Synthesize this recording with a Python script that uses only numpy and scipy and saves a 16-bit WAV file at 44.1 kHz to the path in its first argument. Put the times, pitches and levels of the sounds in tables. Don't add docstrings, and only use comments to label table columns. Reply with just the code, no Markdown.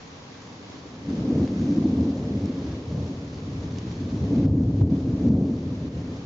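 import sys
import numpy as np
from scipy import signal
from scipy.fft import rfft, irfft, next_fast_len
from scipy.io import wavfile
from scipy.ndimage import uniform_filter1d

SR = 44100
rng = np.random.default_rng(int(sys.argv[2]) if len(sys.argv) > 2 else 0)


def wrap_up_sound(samples):
    columns = np.atleast_2d(samples).T
    tamed = np.clip(columns, -1, 1)
    steps = np.round(tamed * 32767).astype(np.int16)
    wavfile.write(sys.argv[1], SR, steps)


def gain_from_db(level_db):
    decades = np.asarray(level_db, float) / 20
    return 10 ** decades


N = 275723
LEFT_RIGHT = np.array([[1], [-1]])


def level(x, db):
    return x * gain_from_db(db) / np.sqrt(np.mean(x ** 2))


def pan(db):
    return gain_from_db(LEFT_RIGHT * 0.5 * db)


def colour(x, points):
    size = next_fast_len(x.shape[-1])
    hz, db = np.transpose(points)
    freq = np.maximum(np.arange(size // 2 + 1) * SR / size, 1)
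    gain = gain_from_db(np.interp(np.log(freq), np.log(hz), db))
    return irfft(rfft(x, size) * gain, size)[..., :x.shape[-1]]


def curves(table):
    time_s, *columns = np.transpose(table)
    return [np.interp(np.arange(N) / SR, time_s, column) for column in columns]


def walk(rate):
    hold = int(SR / rate)
    steps = np.repeat(rng.standard_normal(N // hold + 1), hold)
    return 1.3 * uniform_filter1d(uniform_filter1d(steps, hold), hold)[:N]


def scatter(rate, spread_db):
    chance = rng.random((3, N))
    size_db = spread_db * np.minimum(-np.log(1 - chance[2]), 3)
    happens = chance[0] < rate / SR
    return happens * np.sign(chance[1] - 0.5) * gain_from_db(size_db)


def smear(clicks, tail_s):
    keep = np.exp(-1 / (tail_s * SR))
    power = signal.lfilter([1], [1, -keep], clicks ** 2)
    return np.sqrt(power) * rng.standard_normal(N)


def patter(points, shared_flicker):
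    splashes = level(smear(scatter(300, 4.4), 0.0026), -6)
    source = colour(rng.standard_normal(N) + splashes, points)
    edges_hz = [10, 700, 1400, 2800, 5000, 9000]
    out = 0
    for low, high in zip(edges_hz, edges_hz[1:]):
        band_filter = signal.butter(2, [low, high], "band", fs=SR, output="sos")
        band = signal.sosfiltfilt(band_filter, source)
        out = out + band * gain_from_db(0.62 * shared_flicker + 0.62 * walk(12))
    return out


def dips():
    # start_s, depth_db, held_s, return_s (time constant)
    drop_table = [(4.462, 7, .1, .14), (4.826, 7, .065, .022), (5.29, 3.5, .11, .08),
                  (5.885, 3.5, .04, .02)]
    t, down_db = np.arange(N) / SR, 0
    for start, depth_db, held, back in drop_table:
        fade = np.exp(-np.maximum(t - start - held, 0) / back)
        down_db = down_db + depth_db * (t > start) * fade
    return gain_from_db(-uniform_filter1d(down_db, size=200))


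def hiss():
    # time_s, level_db
    treble_level = [(0, -52), (.5, -53.5), (1.3, -53.5), (1.75, -51.5), (1.95, -54.5), (2.4, -52),
                    (2.95, -54), (3.75, -53), (4.35, -53.5), (4.5, -56), (5.5, -57), (6., -54), (6.25, -55)]
    # (per Hz, relative)
    common_colour = [(20, -23.5), (32, -18.5), (60, -4), (100, 2), (255, -3.5), (500, 1), (800, -2),
                     (1130, -2.5), (1400, -7.5), (2200, -9.5), (3000, -11.5), (5000, -11), (6300, -12.5),
                     (7200, -17.5), (7800, -35)]
    # (per Hz, relative)
    difference_colour = [(25, -27.5), (70, -19), (120, -5), (300, 0.5), (500, 1.5), (1400, -5.5),
                         (3000, -7.5), (5600, -12), (6800, -16), (7800, -33.5)]
    treble = signal.butter(4, [1500, 7500], "band", fs=SR, output="sos")
    shared_flicker = walk(9)
    common = patter(common_colour, shared_flicker)
    difference = patter(difference_colour, shared_flicker)
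    common = common / np.std(signal.sosfilt(treble, common))
    difference = difference / np.std(signal.sosfilt(treble, difference))
    both_sides = common + gain_from_db(-0.4) * difference * LEFT_RIGHT
    return gain_from_db(curves(treble_level)[0]) * both_sides * dips()


def drops():
    # start_s, level_db (scale of ring and click), ring_hz, left_minus_right_db
    drop_table = [(0.077, -45, 2230, 2.5), (1.2905, -41.5, 5760, 2.5), (1.4293, -41.5, 1890, 0),
                  (1.476, -39, 2210, 1), (1.7094, -40, 4910, -4), (2.0082, -42.5, 2430, -1.5),
                  (2.0944, -44, 1970, -4.5), (2.4567, -38.5, 5570, -7), (3.1701, -42.5, 1870, -4),
                  (3.248, -45.5, 1940, 1.5), (3.3438, -43, 4590, 0.5), (3.7217, -40.5, 5900, -3),
                  (3.7847, -33.5, 2930, -7), (3.9235, -44, 5880, 5.5), (4.9039, -47, 2300, -1)]
    size = 600
    out, t = np.zeros((2, N + size)), np.arange(size) / SR
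    click_colour = [(800, -23.5), (2200, -3.5), (4000, -1.5), (6500, -1), (7500, -12), (12000, -38)]
    noises = level(colour(rng.standard_normal((len(drop_table), 2, size)), click_colour), 0)
    for (start, db, hz, pan_db), noise in zip(drop_table, noises):
        tones = 0.64 * np.sin(2 * np.pi * hz * t) + 0.5 * np.sin(2 * np.pi * 2.15 * hz * t)
        ring = tones * np.exp(-t / 0.0016)
        click = (0.38 * noise[0] + 0.35 * noise) * np.exp(-t / 0.0018) * np.minimum(t / 0.0004, 1)
        i = int(start * SR)
        out[:, i:i + size] += gain_from_db(db) * pan(pan_db) * (ring + click)
    return out[:, :N]


def bubble():
    # start_s, peak_db, start_hz, rise_hz_per_s, length_s (loudest after half of it)
    start, peak_db, hz, rise, length = (5.834, -60, 3480, 16996, .028)
    t = np.maximum(np.arange(N) / SR - start, 0)
    swell = np.e * t / length * 2 * np.exp(-2 * t / length)
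    return gain_from_db(peak_db) * swell * np.sin(2 * np.pi * (hz * t + rise * t ** 2 / 2))


def rain():
    return hiss() + drops() + bubble()


def shocks(rate, spread_db, echo_db, points, even):
    fronts = scatter(rate, spread_db)
    echoes = smear(fronts, 0.033)
    x = colour(level(fronts, 0) + level(echoes, echo_db), points)
    window = SR // 14
    power = uniform_filter1d(uniform_filter1d(x ** 2, window), window)
    return level(x / (power + 1e-18) ** (even / 2), 0)


def surges(db, depth_db):
    # peak_s, level_db (midway between body and deep), depth_db (deep minus body), length_s (peak to 1/e amplitude)
    swells = [(1.095, -31, -8.5, .036), (1.217, -29.5, .5, .055), (1.306, -32, -20, .05),
              (1.398, -23.5, -3.5, .07), (1.623, -27.5, -2, .042), (1.712, -29.5, -19.5, .031),
              (1.789, -27, -1.5, .023), (1.858, -26.5, -8, .024), (1.925, -32, -18, .025),
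              (2.0, -30, 6, .098), (2.03, -30, -14, .03), (2.254, -34, 6.5, .033), (2.317, -40, -20, .026),
              (2.393, -30, 2.5, .077), (2.462, -30.5, -1, .023), (2.702, -33, 1, .1), (2.956, -35.5, 5, .1),
              (3.084, -43, -18, .077), (3.231, -40, 5.5, .088), (3.354, -44.5, 18.5, .06),
              (3.517, -34.5, 3.5, .11), (3.658, -35, 2.5, .05), (3.759, -35.5, 3, .047),
              (3.88, -36.5, 2.5, .053), (4.037, -33, -2, .055), (4.148, -30, -1.5, .043),
              (4.233, -29, 11.5, .034), (4.297, -34, 12, .02), (4.388, -23.5, -7.5, .088),
              (4.484, -32.5, 17.5, .053), (4.594, -32, -19, .023), (4.825, -22, .5, .024),
              (4.94, -29.5, -18.5, .045), (5.089, -34, -20, .031), (5.135, -37.5, 18.5, .026),
              (5.25, -28, -19, .035), (5.313, -24.5, 4, .049), (5.52, -31, -8, .035),
              (5.701, -40.5, 17, .05), (5.855, -33.5, 4, .031), (5.977, -35.5, 5.5, .044),
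              (6.093, -38.5, -11.5, .047)]
    t = np.arange(N) / SR
    tilt = np.array([[-0.5], [0.5]])
    power = gain_from_db(db + tilt * depth_db) ** 2
    for peak, swell_db, swell_depth_db, length in swells:
        bell = np.exp(-2 * ((t - peak) / length) ** 2)
        power = power + gain_from_db(swell_db + tilt * swell_depth_db) ** 2 * bell
    return power


def rolling():
    # time_s, level_db (midway between body and deep),
    # depth_db (deep minus body), short_db (crackle when body and deep together reach -24 dB)
    rumble = [(0.0, -50, 4, -46.5), (0.75, -47.5, -5, -44.5), (1.05, -43.5, -1.5, -44.5),
              (1.12, -35.5, -15, -41.5), (1.35, -47, -14.0, -33), (1.52, -31, -8, -38.5),
              (2.05, -30, -14.0, -38), (2.2, -32.5, -2.5, -36.5), (2.5, -33.5, -11, -39),
              (2.8, -42.0, -0.5, -40.5), (3.0, -34, 10, -38.5), (3.35, -47, -12.5, -43.0),
              (3.6, -38, 3.5, -41.0), (3.97, -36.5, 3, -45), (4.35, -34.0, -3, -35), (4.55, -24, 4.5, -40),
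              (5.05, -29.5, 0.5, -40), (5.42, -24.0, -4.5, -36.0), (5.6, -32, -2.5, -41),
              (6.25, -39, 3.5, -42)]
    # (per Hz, relative)
    deep_colour = [(20, -48.5), (32, -32.5), (55, -14), (88, 0.5), (130, -2), (175, -4), (230, -17),
                   (400, -77.5)]
    body_colour = [(90, -42), (150, -11), (200, -6), (240, -3.5), (264, 0.5), (290, -3), (345, -13.5),
                   (420, -30), (700, -72.5)]
    crackle_colour = [(200, -41), (330, -6), (430, -2), (575, -9), (700, -16), (900, -25), (1200, -34),
                      (2000, -57)]
    unlike_colour = [(25, -22), (90, -7), (260, 1), (600, -5), (1000, -35.5)]
    db, depth_db, short_db = curves(rumble)
    power = surges(db, depth_db)
    body_gain, deep_gain = np.sqrt(power)
    slope, blur_s = 0.3, 0.03
    blurred = uniform_filter1d(power.sum(axis=0), int(blur_s * SR))
    crackle_gain = gain_from_db(short_db) * (blurred / gain_from_db(-24) ** 2) ** (slope / 2)
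    deep = deep_gain * shocks(250, 2.0, 1.5, deep_colour, even=0.74)
    body = body_gain * shocks(500, 2.7, 1.7, body_colour, even=0.72)
    crackle = crackle_gain * shocks(1200, 1.4, 1.8, crackle_colour, even=0.24)
    unlike = shocks(600, 2, 3, unlike_colour, even=0.4)
    return deep + body + crackle, gain_from_db(-37) * (body_gain + deep_gain) * unlike


def booms():
    # centre_s, level_db (of the sine before its bell shape), pitch_hz,
    # crack_db (rms level at the height of the crack)
    arrivals = [(1.090, -26, 218, -69), (1.192, -22, 203, -54), (1.418, -11.5, 260, -46),
                (1.446, -18, 200, -46), (1.7854, -10.5, 245, -53), (1.8559, -8, 250, -50),
                (1.992, -22, 230, -37), (2.925, -28.5, 170, -52.5), (2.981, -24, 240, -38),
                (3.882, -21, 170, -58), (4.455, -15.5, 119, -38.5), (4.601, -16, 201, -51.5),
                (4.819, -11, 110, -30), (4.838, -14, 90, -60), (5.277, -15.5, 237, -61),
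                (5.308, -10.5, 200, -48.5)]
    half = 2000
    out, crack, t = np.zeros(N), np.zeros(N), np.arange(-half, half) / SR
    for centre, db, hz, crack_db in arrivals:
        i = int(centre * SR) - half
        bell = np.exp(-(t * hz / 0.92) ** 2)
        out[i:i + 2 * half] -= gain_from_db(db) * np.sin(2 * np.pi * hz * t) * bell
        crack[i:i + 2 * half] += gain_from_db(crack_db) * np.exp(-((t + 0.0046) / 0.005) ** 2)
    crack_colour = [(150, -28.5), (350, 1), (700, 4), (1000, -6), (1400, -21), (4000, -38), (7000, -50.5)]
    noise = colour(rng.standard_normal((2, N)), crack_colour)
    return out + crack * level(noise, 0)


def thunder():
    common, unlike = rolling()
    return (common + booms()) * pan(0.5) + unlike * LEFT_RIGHT


def scene():
    return thunder() + rain()


def low_pass(x):
    return signal.sosfilt(signal.butter(12, 7780, fs=SR, output="sos"), x)


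def record(dry):
    peak_limit, top_hz = 0.42, 7750
    rounded = dry / (1 + (dry / peak_limit) ** 4) ** (1 / 4)
    top_cut = signal.ellip(10, 0.3, 60, top_hz, fs=SR, output="sos")
    finished = signal.sosfilt(top_cut, rounded)
    return low_pass(finished)


dry = scene()
out = record(dry)
wrap_up_sound(out)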